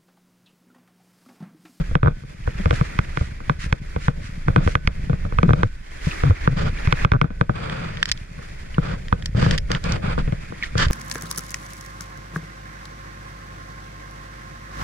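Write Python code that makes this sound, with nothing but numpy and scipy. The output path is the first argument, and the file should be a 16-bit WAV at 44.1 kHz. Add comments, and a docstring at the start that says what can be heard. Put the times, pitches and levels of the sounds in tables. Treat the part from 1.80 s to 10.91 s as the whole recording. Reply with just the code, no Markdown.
"""On a gravel beach a plastic kayak is hauled into the shallows, heard from a body-worn camera in a hard case.
Each heave knocks and judders: damped modes of the case over a swinging mount, with one thin ring left hanging.
Hull and gear scrape and steps crunch (coloured grains); paddle and fittings click (short modes) and bubbles plip.
Small waves wash and fizz over the pebbles (grains and froth), and the movement rumbles underneath.
The camera's limiter ducks everything for a moment after the hardest knocks."""
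import sys
import numpy as np
from scipy.fft import rfft, irfft, next_fast_len
from scipy.io import wavfile
from scipy.ndimage import uniform_filter1d, map_coordinates

SR = 44100
rng = np.random.default_rng(int(sys.argv[2]) if len(sys.argv) > 2 else 0)


def unload_audio(sound):
    """Save the sound as a 16-bit wav file, at the path given as the first command line argument."""
    columns = np.transpose(np.atleast_2d(sound))
    # keep every value between -1 and 1, then stretch to whole-number steps
    steps = np.round(np.clip(columns, -1, 1) * 32767)
    wavfile.write(sys.argv[1], SR, steps.astype(np.int16))


N = 401751


def amp(db):
    """Decibels to amplitude."""
    return 10 ** (np.asarray(db) / 20)


def unit(x):
    """Scale to rms 1."""
    return x / np.sqrt(np.mean(x ** 2) + 1e-20)


def along(points, hz):
    """Read a value off (f/Hz, value) points on a log frequency axis."""
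    f, v = np.transpose(points)
    return np.interp(np.log(hz + 1), np.log(f), v)


def curves(rows):
    """One value per sample for each column after the time."""
    s, *cols = np.transpose(rows)
    return [np.interp(np.arange(N) / SR, s, c) for c in cols]


def wobble(rate):
    """A smooth random curve, rate knots a second."""
    knots = rng.standard_normal(int(N * rate / SR) + 4)
    return map_coordinates(knots, [np.arange(N) * rate / SR])


def swell(middle, rise, fall):
    """A smooth hump of height 1 with its own rise and fall times."""
    t = np.arange(N) / SR - middle
    return np.exp(-np.minimum((t / np.where(t < 0, rise, fall)) ** 2, 40))


def filtered(x, response):
    """Multiply the spectrum of x by a response of frequency."""
    size = x.shape[-1]
    m = next_fast_len(size + 8192)
    return irfft(rfft(x, m) * response(np.fft.rfftfreq(m, 1 / SR)), m)[..., :size]


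def add(track, s, sound):
    """Mix a sound into the track at time s."""
    part = track[:, max(round(s * SR), 0):][:, :sound.shape[-1]]
    part += sound[..., :part.shape[-1]]


def snippet(bed, t):
    """A random stretch of a long noise, as long as t."""
    start = rng.integers(N - len(t))
    return bed[:, start:start + len(t)]


def grains(rate, spread_db, hiss):
    """Two streams of tiny contacts of uneven size over an even hiss."""
    chance = rng.random((2, N))
    size = rng.standard_normal((2, N))
    smooth = rng.standard_normal((2, N))
    contacts = (chance < rate / SR) * np.sign(smooth) * amp(spread_db * np.clip(size, -2, 2))
    return unit(contacts) + hiss * smooth


def stereo(pair, spectrum, alike):
    """Colour two unrelated streams and spread them over the ports as middle and side; the middle has rms 1."""
    def response(hz):
        turn = np.arccos(np.clip(along(alike, hz), -.95, .995)) / 2
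        return amp(along(spectrum, hz)) * np.array([np.ones_like(hz), np.tan(turn)])

    mid, side = filtered(pair, response)
    return np.array([mid + side, mid - side]) / np.std(mid)


def ring(t, hz, t60, rise, lead=0):
    """One mode: swells smoothly over the contact time while it decays exponentially."""
    decay = np.exp(-np.log(1000) * t / t60)
    onset = 1 - np.exp(-(t / rise) ** 3)
    return np.sin(2 * np.pi * hz * t + lead) * decay * onset


def bubble(t, hz, life):
    """A trapped bubble swells, rings at one pitch and dies away."""
    envelope = (t / life) ** 2 * np.exp(2 - 2 * t / life)
    return envelope * np.sin(2 * np.pi * hz * t + np.array([[0], [.6]]))


def froth(count, hz, spread_db):
    """Many small bubbles of uneven size, pitch and side, at rms 1."""
    track, t = np.zeros((2, N)), np.arange(SR // 50) / SR
    for s, (pitch, size, side) in zip(rng.uniform(0, N / SR, count), rng.standard_normal((count, 3))):
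        bubble_hz = hz * np.exp(.22 * pitch)
        level_db = spread_db * min(size, 2) + side * np.array([[2], [-2]])
        add(track, s, amp(level_db) * bubble(t, bubble_hz, 4 / bubble_hz))
    return unit(track)


# wavelets on the pebbles: (crest t/s, run-up t/s, drain t/s, wash level/dB, fizz level/dB)
WAVELETS = [(.03, 0.13, 0.17, -47.5, -57.5), (.95, 0.26, 0.4, -39.5, -51.5), (1.7, 0.96, 0.51, -49, -63),
            (2.7, 1, 0.71, -48.5, -57.5), (3.5, 0.46, 0.22, -46.5, -60), (4.301, 0.15, 0.47, -42, -48),
            (4.62, 0.41, 0.14, -37.5, -65), (5.17, 0.22, 0.27, -34, -49), (6.05, 0.23, 0.27, -43, -64),
            (6.85, 0.58, 0.75, -48, -57.5), (8.95, 1, 0.52, -46.5, -58)]
LULL_DB, LULL_FIZZ_DB = -53.5, -59  # wash and fizz between wavelets
CREST_DB, CREST_LEAD_S = -9, 0.066  # fine froth relative to the wash, and how far it runs ahead


def surf(waves, lull_db, lead_s):
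    """Strength of all the wavelets together, lead_s early: their powers add to that of the lull."""
    power = sum((amp(db) * swell(s - lead_s, rise, drain)) ** 2 for s, rise, drain, db in waves)
    return np.sqrt(amp(lull_db) ** 2 + power)


# spectra of the rolling water and of the fizz: (f/Hz, density level/dB)
WASH_SPECTRUM = [(150, -6), (330, 1), (500, -6.5), (850, -8), (1250, -5.5), (1550, 1), (1850, 5), (2450, 2),
                 (2950, -11.5), (4000, -12.5), (7000, -19.5), (12000, -77)]
FIZZ_SPECTRUM = [(1500, -60.5), (3200, 5.5), (4000, 0), (4700, 4), (6000, 0), (7200, 0), (8200, -4.5),
                 (10000, -4), (11500, -10.5), (14000, -9), (16000, -64)]
# airborne sound at the two ports: (f/Hz, left-right likeness; below zero the ports move against each other)
AIR_ALIKE = [(150, 0.79), (550, -0.62), (1100, -0.73), (2000, 0.76), (3500, -0.28), (8000, -0.13)]


def shore():
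    """Wavelets run up the beach behind a crest of fine froth, rolling pebbles and fizzing as they drain."""
    washes = [row[:4] for row in WAVELETS]
    fizzes = [(*row[:3], row[-1]) for row in WAVELETS]
    water = stereo(grains(rate=1300, spread_db=0.0, hiss=1.0), WASH_SPECTRUM, AIR_ALIKE)
    water += amp(-7.0) * froth(count=2500, hz=1856, spread_db=4.0)
    crest = amp(CREST_DB) * froth(count=3000, hz=2455, spread_db=1.0)
    fizz = stereo(grains(rate=2800, spread_db=-3, hiss=1.0), FIZZ_SPECTRUM, AIR_ALIKE)
    ripple = amp(1.4 * wobble(22) + 1.1 * wobble(70))
    sea = water * surf(washes, LULL_DB, 0)
    sea += crest * surf(washes, LULL_DB, CREST_LEAD_S)
    sea += fizz * surf(fizzes, LULL_FIZZ_DB, 0)
    return ripple * sea


def bumps(count, spread_db):
    """Soft little jolts of the mount at random moments, at rms 1."""
    track, t = np.zeros((2, N)), np.arange(SR // 12) / SR
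    for s, (pitch, size) in zip(rng.uniform(0, N / SR, count), rng.standard_normal((count, 2))):
        jolt = ring(t, 115 * np.exp(.16 * pitch), 0.028, 0.0036)
        add(track, s, amp(spread_db * min(size, 1)) * jolt)
    return unit(track)


# rumble of the wearer's movement, before trims: (t/s, sway level/dB, shudder level/dB)
MOVEMENT = [(0.0, -49, -39.5), (0.56, -38.5, -43.5), (0.94, -30, -38), (2.64, -32.5, -38),
            (2.81, -34, -33.5), (3.75, -21.5, -36.5), (3.91, -41, -50), (4.16, -37, -46),
            (4.41, -30.5, -49.5), (5.33, -27, -33), (5.81, -44, -41.5), (6.6, -38, -41.5),
            (7.5, -29, -34.5), (7.66, -32, -21.5), (7.81, -19, -33), (7.9, -25.5, -40), (8.2, -37, -26.5),
            (8.45, -26, -35), (8.83, -43.5, -40), (9.11, -18.5, -41)]
# spectra of the slow sway and of the droning mount: (f/Hz, density level/dB)
SWAY_SPECTRUM = [(8, 0.5), (20, 3.5), (45, -4), (75, -5.5), (120, -25), (300, -35.5), (800, -78)]
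DRONE_SPECTRUM = [(30, -4.5), (80, -5), (135, 1), (175, 1), (240, -16.5), (350, -21), (600, -20),
                  (1500, -62)]
# sound carried by the case: (f/Hz, left-right likeness; below zero the ports move against each other)
CASE_ALIKE = [(60, 0.98), (150, 0.94), (300, 0.31), (550, -0.72), (1100, -0.36), (2000, 0.6), (4500, -0.53),
              (9000, -0.071)]
HEAVE_DB, HEAVE_GROWS, HEAVE_S = -29, 0.75, 0.072  # sway around a 0 dB thump; dB per dB of thump; half width
DRAG_DB, DRAG_S = -6, 0.16  # sway around a scrape, relative to its drone; half width


def movement():
    """The wearer's steps and sway rumble through the mount in lumps, swelling around each knock and scrape."""
    sway_db, shudder_db = curves(MOVEMENT)
    heaves = sum((amp(HEAVE_DB + HEAVE_GROWS * thump_db) * swell(s, HEAVE_S, HEAVE_S)) ** 2
                 for s, thump_db, *_ in KNOCKS)
    drags = sum((amp(DRAG_DB + drone_db) * swell((start + end) / 2, DRAG_S, DRAG_S)) ** 2
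                for start, end, _, _, drone_db, _ in SCRAPES)
    effort = np.sqrt(amp(sway_db - 2.5) ** 2 + heaves + drags)
    sway_noise = stereo(rng.standard_normal((2, N)), SWAY_SPECTRUM, CASE_ALIKE)
    sway = sway_noise * effort * amp(0.53 * wobble(29))
    lumps = amp(3.5 * wobble(18))
    shudder = stereo(rng.standard_normal((2, N)), DRONE_SPECTRUM, CASE_ALIKE) * lumps * amp(-7.5)
    shudder += amp(-4.0) * bumps(count=140, spread_db=2.5)
    return sway + shudder * amp(shudder_db)


# gravel giving way under a foot or the keel: (middle t/s, length t/s, level/dB)
STEPS = [(0.952, 0.052, -35.5), (1.044, 0.076, -39.5), (1.41, 0.16, -43), (1.833, 0.076, -35.5),
         (2.255, 0.11, -40), (2.457, 0.073, -42.5), (2.887, 0.11, -37), (3.774, 0.24, -41.5),
         (4.274, 0.078, -37.5), (8.854, 0.066, -41.5)]
# spectrum of the crunch: (f/Hz, density level/dB)
GRAVEL_SPECTRUM = [(700, -22), (1400, 6), (2100, 11), (3400, -1.5), (4100, 0), (4800, -1.5), (7200, -5),
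                   (8300, -10), (10000, -11), (11200, -27), (13000, -20), (15000, -72)]


def steps():
    """Pebbles shift in a short swell of fine crunching."""
    t = np.arange(N) / SR
    weight = sum(amp(db) * np.exp(-2 * np.abs((t - s) / length * 1.66) ** 3) for s, length, db in STEPS)
    return stereo(grains(rate=1900, spread_db=8.0, hiss=0.93), GRAVEL_SPECTRUM, AIR_ALIKE) * weight


# bubbles from feet and paddle in the water: (t/s, f/Hz, life t/s, level/dB)
PLIPS = [(4.31, 2644, 0.0019, -23.5), (4.315, 2500, 0.0019, -22), (4.321, 2746, 0.0014, -30),
         (6.944, 2890, 0.0013, -27.5), (6.945, 2240, 0.0012, -33), (8.8255, 2230, 0.0012, -12.5),
         (8.835, 1900, 0.0022, -14), (8.853, 2210, 0.0072, -34)]


def plips():
    """Each dip into the water traps one bubble amid a short spatter."""
    track, t = np.zeros((2, N)), np.arange(SR // 10) / SR
    spectrum = [(700, -32), (1300, 9.0), (2500, 10.5), (4500, 3.0), (10000, -22.5)]
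    spatter = stereo(grains(rate=1200, spread_db=9.0, hiss=0.17), spectrum, AIR_ALIKE)
    for s, hz, life, db in PLIPS:
        splash = amp(-13.5) * snippet(spatter, t) * np.exp(-t / 0.0083)
        add(track, s, amp(db) * (bubble(t, hz, life) + splash))
    return track


# clicks of paddle and fittings: (t/s, low ring level/dB, high ring level/dB), before trims
CLICKS = [(5.8974, -24, -43), (6.171, -25.5, -47), (6.2283, -4.5, -21), (6.256, -19.5, -26.5),
          (6.29, -31, -31), (6.2955, -26, -33), (6.3155, -20, -13.5), (6.321, -27, -25),
          (6.375, -35, -43.5), (7.283, -30.5, -46), (7.424, -30.5, -44.5), (7.4586, -25, -23.5),
          (7.71, -13.5, -23.5), (7.7783, -20, -23.5), (7.783, -21, -25.5), (7.9163, -17.5, -22.5),
          (7.949, -16, -36.5), (8.04, -34, -30), (8.1218, -45, -26), (8.9797, -23, -22),
          (9.084, -28, -36.5)]
# nominal modes of the fittings: (f/Hz, t60 t/s, relative level/dB)
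FITTING_MODES = [(1854, 0.009, -3), (2110, 0.0019, 14), (2470, .006, -10), (3160, 0.0071, -3),
                 (3690, 0.0057, -6), (4640, 0.012, -8.5), (5320, 0.0018, 6), (5380, 0.057, -21),
                 (6130, 0.0039, -5), (7540, 0.0053, -7.5)]


def clicks():
    """Hard little contacts: a broad snap and short rings, with the low and high modes struck separately."""
    track, t = np.zeros((2, N)), np.arange(SR // 16) / SR
    spectrum = [(600, -31), (1500, -8.5), (4500, 7.5), (7000, -1.5), (10000, -16.5), (15000, -18.5)]
    snap = stereo(rng.standard_normal((2, N)), spectrum, AIR_ALIKE)
    for s, low_db, high_db in CLICKS:
        envelope = np.exp(-t / 0.0021) * (1 - np.exp(-t / 0.00015))
        sound = amp(high_db + 5.5) * snippet(snap, t) * envelope
        for hz, t60, db in FITTING_MODES:
            touch_db = along([(3400, low_db), (6000, high_db)], hz)
            lead = rng.uniform(0, 2 * np.pi) + 1.3 * rng.standard_normal((2, 1))
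            pitch = hz * (1 + .02 * rng.standard_normal())
            sound += amp(db + touch_db + 13.0) * ring(t, pitch, t60, 0.00072, lead)
        add(track, s, sound)
    return track


# scrapes: (start t/s, end t/s, rasp level/dB, grit level/dB, drone level/dB, scuff level/dB)
SCRAPES = [(0, 0.018, -33, -53, -21, -41), (2.787, 2.848, -39.5, -54, -27, -49),
           (3.75, 3.83, -32.5, -51, -20.5, -43), (4.766, 4.895, -32.5, -44.5, -23, -36.5),
           (5.743, 6.108, -35, -44.5, -36, -48), (6.101, 6.24, -47.5, -56, -36.5, -45),
           (6.277, 6.294, -54, -37, -31.5, -33.5), (7.021, 7.159, -35, -51, -31.5, -43),
           (7.566, 7.761, -35, -37.5, -22, -32.5), (7.902, 7.972, -29.5, -57, -28.5, -35),
           (8.042, 8.176, -31, -38.5, -28.5, -38), (8.228, 8.351, -31, -43, -36, -50.5),
           (8.381, 8.409, -31.5, -38.5, -24, -39), (8.978, 9.055, -30, -45, -26, -22)]
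# spectra of the rubbing layers: (f/Hz, density level/dB)
RASP_SPECTRUM = [(150, 6.5), (260, -2), (380, -6), (490, -1), (620, -7.5), (850, -7.5), (1150, -2),
                 (1480, 1.5), (1900, -10.5), (2450, -3.5), (2850, -22.5), (3400, -11.5), (4500, -27),
                 (7000, -38.5), (12000, -52)]
GRIT_SPECTRUM = [(1500, -1), (2400, 10.5), (3400, -0.5), (4100, -6), (4650, 1), (5500, -17), (7400, -11.5),
                 (8300, -11), (10000, -20), (12000, -43), (15000, -31)]
SCUFF_SPECTRUM = [(500, -21.5), (800, -19.5), (1100, -7.5), (1750, 1.5), (2050, -3), (2450, -17),
                  (3000, -5.5), (4100, -14), (4600, -8), (5800, -17), (7300, -20), (9000, -33.5),
                  (14000, -53)]
# the scuff at the two ports: (f/Hz, left-right likeness)
SCUFF_ALIKE = [(700, -.5), (1400, 0.14), (2000, .4), (4000, 0)]
GRIP_S, RELEASE_S, ARCH_DB = 0.028, 0.036, 1.5  # a scrape bites, lets go, and presses harder in its middle


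def scrapes():
    """Rubbing is a dense crowd of tiny catches: rasp, brighter scuff and fine grit, with the mount droning below."""
    t = np.arange(N) / SR
    catches = amp(1.8 * wobble(110))
    rasp = stereo(grains(rate=3000, spread_db=2.5, hiss=.45), RASP_SPECTRUM, CASE_ALIKE)
    grit = stereo(grains(rate=2500, spread_db=1, hiss=.5), GRIT_SPECTRUM, CASE_ALIKE)
    grit *= amp(2.2 * wobble(170))
    scuff = stereo(grains(rate=4000, spread_db=1.5, hiss=.5), SCUFF_SPECTRUM, SCUFF_ALIKE)
    drone = stereo(rng.standard_normal((2, N)), DRONE_SPECTRUM, CASE_ALIKE)
    track = np.zeros((2, N))
    for start, end, rasp_db, grit_db, drone_db, scuff_db in SCRAPES:
        contact = np.clip(np.minimum((t - start) / GRIP_S, (end - t) / RELEASE_S) + .5, 0, 1)
        pressure = amp(-ARCH_DB * np.interp(t, [start, end], [-1, 1]) ** 2)
        rub = amp(rasp_db) * rasp + amp(grit_db) * grit + amp(scuff_db) * scuff
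        track += contact * (pressure * catches * rub + amp(drone_db) * drone)
    return track


SING_HZ, SING_T60_S, SING_DB = 1502, .7, -41  # level relative to the clack, which counts as -2 dB at most


def singing():
    """Every knock leaves a faint high ring hanging in the case, louder after a harder clack."""
    track, t = np.zeros((2, N)), np.arange(SR) / SR
    for s, _, clack_db, *_ in KNOCKS:
        lead = rng.uniform(0, 2 * np.pi) + np.array([[0], [1]])
        add(track, s, amp(SING_DB + min(clack_db, -2)) * ring(t, SING_HZ, SING_T60_S, .002, lead))
    return track


# nominal modes of the case: (f/Hz, t60 t/s, left level/dB, right level/dB, right lead/rad)
CASE_MODES = [(320, .035, -19, -25.5, 2.25), (481, 0.056, -20.5, -27.5, 2.5), (607, 0.044, -21.5, -23.5, 3),
              (726, 0.041, -25.5, -21.5, 3), (1034, 0.007, -11.5, -9.5, 2.5), (1240, .012, -12, -10.5, 2.5),
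              (1485, 0.021, -20.5, -18.5, 1.5), (2100, 0.014, -35, -21.5, -1), (2462, .015, -28, -28, -0.3),
              (3337, 0.0059, -27.5, -25.5, -0.1), (4520, 0.014, -50, -44.5, 4.5),
              (5650, 0.011, -35, -41, 4)]
BRIGHT_ABOVE_HZ = 1800  # brightness lifts the modes above this
BOOM_DB, BOOM_BELOW_HZ = -2, 800  # the modes below this answer the thump
LOW_MODES_DB = -5.5  # how weakly a clack stirs those low modes


def clack(t, force_db, bright_db, hollow_db, vary_db, detune):
    """The stiff modes of the case share the energy of a blow anew each time."""
    sound = np.zeros((2, len(t)))
    for k, (hz, t60, left_db, right_db, lead) in enumerate(CASE_MODES):
        size, shift = rng.standard_normal(2)
        # broad modes shift most with the point of contact
        pitch = hz * (1 + detune * shift * min(.01 / t60, 1))
        share_db = vary_db * size + bright_db * (hz > BRIGHT_ABOVE_HZ)
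        share_db += (LOW_MODES_DB + hollow_db) * (hz < BOOM_BELOW_HZ)
        # neighbouring modes swing in opposite directions
        mode = (-1) ** k * ring(t[t < 2 * t60], pitch, t60, 0.00044, np.array([[0], [lead]]))
        add(sound, 0, amp(share_db + np.array([[left_db], [right_db]])) * mode)
    return amp(force_db - 29.5) * sound / np.sqrt(np.sum(sound ** 2) / SR)


def boom(t):
    """The low modes of the case give a thump its hollow body."""
    body = 0
    for hz, t60, left_db, right_db, lead in CASE_MODES:
        if hz < BOOM_BELOW_HZ:
            level_db = np.array([[left_db], [right_db]]) + 2 * rng.standard_normal()
            body = body + amp(level_db) * ring(t, hz, t60, 0.0002, np.array([[0], [lead]]))
    return amp(BOOM_DB) * body


OVERTONE_DB = -20  # second partial of the mount's swing, 3 dB up on the left and down on the right


def swing(turns):
    """The mount is stiffer one way than the other, so its swing carries an overtone."""
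    overtone = amp(OVERTONE_DB + np.array([[3], [-3]])) * np.sin(4 * np.pi * turns)
    return np.sin(2 * np.pi * turns) + overtone


# stick-slip judders: (start t/s, end t/s, slip rate f/Hz, swing level/dB, clack level/dB, grinding level/dB)
JUDDERS = [(2.774, 2.794, 145, -7.5, -22, -30.5), (3.638, 3.667, 190, -10.5, -26, -35),
           (3.681, 3.726, 130, -8.5, -29, -36.5), (3.843, 3.868, 115, -12.5, -49, -46),
           (4.45, 4.491, 137, -13.5, -37, -33), (4.498, 4.528, 102, -6, -34, -32),
           (4.695, 4.741, 130, -16, -42, -49), (5.34, 5.37, 125, 0, 3, -37.5)]
SLIP_FADE_DB_PER_S = 275  # the slips of a judder die away


def judders():
    """The hull sticks and slips: the mount swings at the slip rate, with fading clacks over a grinding rasp."""
    track, t = np.zeros((2, N)), np.arange(SR // 8) / SR
    rasp = stereo(rng.standard_normal((2, N)), RASP_SPECTRUM, CASE_ALIKE)
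    for start, end, rate, swing_db, clack_db, grind_db in JUDDERS:
        turns = np.cumsum(rate * np.exp(.1 * wobble(70)[:len(t)])) / SR  # the rate wavers
        held = np.clip(np.minimum(t / 0.0022, (end - start - t) / 0.014 + .5), 0, 1)
        add(track, start, held * (amp(swing_db) * swing(turns) + amp(grind_db) * snippet(rasp, t)))
        slip_times = np.interp(np.arange(np.ceil((end - start) * rate)), turns, t)
        for late in slip_times:
            slip = amp(swing_db) * boom(t)
            slip += clack(t, clack_db, bright_db=-27, hollow_db=4.5, vary_db=0.5, detune=0.051)
            add(track, start + late, slip * amp(2 * rng.standard_normal() - SLIP_FADE_DB_PER_S * late))
    return track


def thump(t, hz, length):
    """The whole camera swings a few times on its mount and stops, on top of one slow shove."""
    held = np.exp(-(t / length) ** 2) * (1 - np.exp(-(t / 0.0019) ** 2))
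    shove = 0.34 * ring(t, 76.3, 0.059, 0.0041)
    return amp(-3.0) * held * swing(hz * t) * amp([[.5], [-.5]]) + shove


# knocks, before trims:
# (t/s, thump level/dB, clack level/dB, brightness level/dB, thump f/Hz, hollow ring level/dB)
KNOCKS = [(.111, -16, -36, -10, 62, -4), (.153, 2, -3, -6, 142, 1.5), (.23, 0.5, -6.5, -8.5, 121, -0.5),
          (0.246, -4.5, -15, -20, 110, 7), (.259, -4.5, -8.5, -17, 102, 3), (.272, 1, -8, -19, 111, -5.5),
          (0.28, -6, -9.5, -20, 123, 1), (.308, -16.5, -43, -10, 105, -13), (.435, -30, -41, -8, 120, 1),
          (.675, -11, -17.5, -11, 88.5, 5), (.796, -17.5, -34, -2, 191, 6),
          (.857, -2, -14.5, 2.5, 88, -2.5), (.908, -8.5, -10, 5, 79.5, 4.5), (0.927, -5.5, -27, 0, 116, 4),
          (1.011, -4, -13, -5.5, 131, 1.5), (1.189, -8, -10.5, 4, 111.6, -5.5),
          (1.372, -15, -13.5, 2, 127, -3), (1.409, -8, -29, -6, 76.5, -5.5),
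          (1.603, -24.5, -31, -21, 155, -2), (1.696, -5, -8, -3, 143, -12.5), (1.86, -19, -43, -10, 118, 5),
          (1.926, -5, -8.5, 6.5, 94, 1), (2.162, -13, -18.5, -0.5, 85, 5),
          (2.282, -2, -8, -7.5, 130.6, -2.5), (2.676, -11, -37, -10, 124, -4),
          (2.682, -7, -10.5, -6.5, 121, -1), (2.699, -9, -37, -13, 117, -2),
          (2.761, -2.5, -4.5, 1.5, 123, 0), (2.864, -8, -36, -10, 101, -5), (2.875, -7, -9.5, 1.5, 80, 2.5),
          (2.953, -4, -2, 2, 108, -7.5), (3.074, -3, -9, 9, 92, -5), (3.296, -10, -19.5, -2.5, 148.5, 5.5),
          (3.33, -9.5, -23.5, -6, 81, -2), (3.45, -11, -29, -21, 80, -2), (3.523, -16.5, -23.5, -5, 80, 2),
          (3.586, -8.5, -8, -0.5, 90, -6), (3.63, -3, -9, 2.5, 182.6, 3.5), (3.691, -5.5, -10, -11, 121, 6),
          (3.706, -4, -8.5, -21, 125, 2.5), (3.733, 0, -3.5, 0.5, 132, 2.5), (3.832, -4, -1.5, -5, 121, -2),
          (4.268, -10, -39, 7, 142, -6), (4.435, -6.5, -12.5, 1, 104.6, 6), (4.507, -6, -13.5, -10, 104, 7),
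          (4.675, -2, -5, -8, 136, 1), (4.724, -13, -39, -14, 114, 5), (5.073, -2, -17.5, 6, 102, -24),
          (5.125, -5, -0.5, 4.5, 141, -7), (5.248, 9.5, 8, 0, 108, -7.5), (5.318, 9.5, 4, 1, 97, -10),
          (5.335, -7.5, -1, -7, 126, -6), (5.414, 7, 5.5, 0, 139, -5.5), (5.442, 2, -9, -29, 141.6, 0.5),
          (5.504, -7.5, -26, 2, 111, -5), (5.611, 2, -2, -2.5, 132, 0.5), (5.694, -3.5, -8, -19, 127, 2),
          (6.589, -25, -38.5, -3, 117, 0), (6.981, -7.5, -12.5, -21, 132, 3.5),
          (7.326, -4.5, -5.5, -8, 98, -3.5), (7.547, -9, -35, -12, 105, -3),
          (7.565, -14, -40, -10, 121, -11), (7.626, -11, -15.5, 4, 147, -4), (7.663, -7, -17, -23, 131, -1),
          (7.903, -14.5, -19, 0, 126, 8), (8.378, -9, -17, -14, 139, 6), (8.476, -13, -30.5, 7, 125, 2.5),
          (8.523, -9.5, -29.5, 11, 112.5, 1), (8.722, -27.5, -25.5, -15, 182, 3),
          (8.953, -8, -20, -7, 105, 3.5), (9.065, -11.5, -34, -10, 80, -0.5),
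          (9.101, -17.5, -24, -2, 102, 2.5)]
SWING_S, SWING_GROWS = 0.013, 1  # length of a thump at 130 Hz; it grows with this power of pitch
CRACK_DB, CRACK_GROWS = -22, 1.4  # gritty crack relative to the clack; dB per dB of brightness


def knocks():
    """Single blows shake the mount and the case, which chatters briefly afterwards."""
    track, t = np.zeros((2, N)), np.arange(SR // 5) / SR
    grit, rasp, drone = (stereo(rng.standard_normal((2, N)), spectrum, CASE_ALIKE)
                         for spectrum in (GRIT_SPECTRUM, RASP_SPECTRUM, DRONE_SPECTRUM))
    contact = np.exp(-t / 0.0021) * (1 - np.exp(-(t / 0.00024) ** 2))
    bite = 1 - np.exp(-(t / .001) ** 2)  # chatter and grinding start softly
    for s, thump_db, clack_db, bright_db, hz, hollow_db in KNOCKS:
        # a faint, soft onset just before the blow
        onset = clack(t, clack_db - 24.5, bright_db, hollow_db, vary_db=-2.5, detune=0.02)
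        add(track, s - .0012, onset)
        crack = amp(CRACK_DB + CRACK_GROWS * bright_db) * snippet(grit, t)
        crack += amp(-14) * snippet(rasp, t)
        body = clack(t, clack_db + 6, bright_db, hollow_db, vary_db=1.5, detune=.025)
        add(track, s, body + amp(clack_db) * crack * contact)
        chatter = amp(-11.0) * snippet(drone, t) * np.exp(-t / 0.013)
        chatter += amp(-28.5) * snippet(rasp, t) * np.exp(-t / 0.018)
        length = SWING_S * (hz / 130) ** SWING_GROWS
        shake = amp(0.5) * thump(t, hz, length) + amp(hollow_db) * boom(t) + bite * chatter
        add(track, s + 0.00113, amp(thump_db) * shake)
    return track


def scene():
    """All the layers together."""
    contacts = knocks() + judders() + singing() + clicks()
    return contacts + steps() + plips() + shore() + scrapes() + movement()


LIMIT_DB, RECOVER_DB_PER_S = -6, 61  # threshold and recovery


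def limiter(x):
    """Loud blows push the gain of both ports down at once; it climbs back at a steady rate."""
    power = np.abs(uniform_filter1d(x ** 2, size=SR // 600)).max(axis=0)
    over_db = np.maximum(10 * np.log10(power + 1e-12) - LIMIT_DB, 0)
    climb_db = RECOVER_DB_PER_S * np.arange(N) / SR
    cut_db = np.maximum.accumulate(over_db + climb_db) - climb_db
    return x * amp(-uniform_filter1d(cut_db, size=SR // 1000))


# the case shades one port or the other: (f/Hz, left minus right level/dB)
PORT_SHADE = [(70, -1.5), (150, 3), (330, 4.5), (520, 4.5), (750, -1.5), (1250, -6), (2300, 0), (4500, -2),
              (8000, 0.5)]
TOP_HZ = 15250  # nothing passes above this


def record(dry):
    """The case colours each port and dulls the top; a limiter ducks after hard knocks and the last peaks round off."""
    def shade(hz):
        balance_db = along(PORT_SHADE, hz) * np.array([[.5], [-.5]])
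        tone_db = along([(8, -30.0), (20, 5.0), (11000, -3.5), (15000, -14.0)], hz)
        return amp(balance_db + tone_db)

    ports = limiter(filtered(dry, shade))
    rounded = ports / (1 + np.abs(ports) ** 8) ** (1 / 8)
    return filtered(rounded, lambda hz: hz < TOP_HZ)


dry = scene()
out = record(dry)
unload_audio(out)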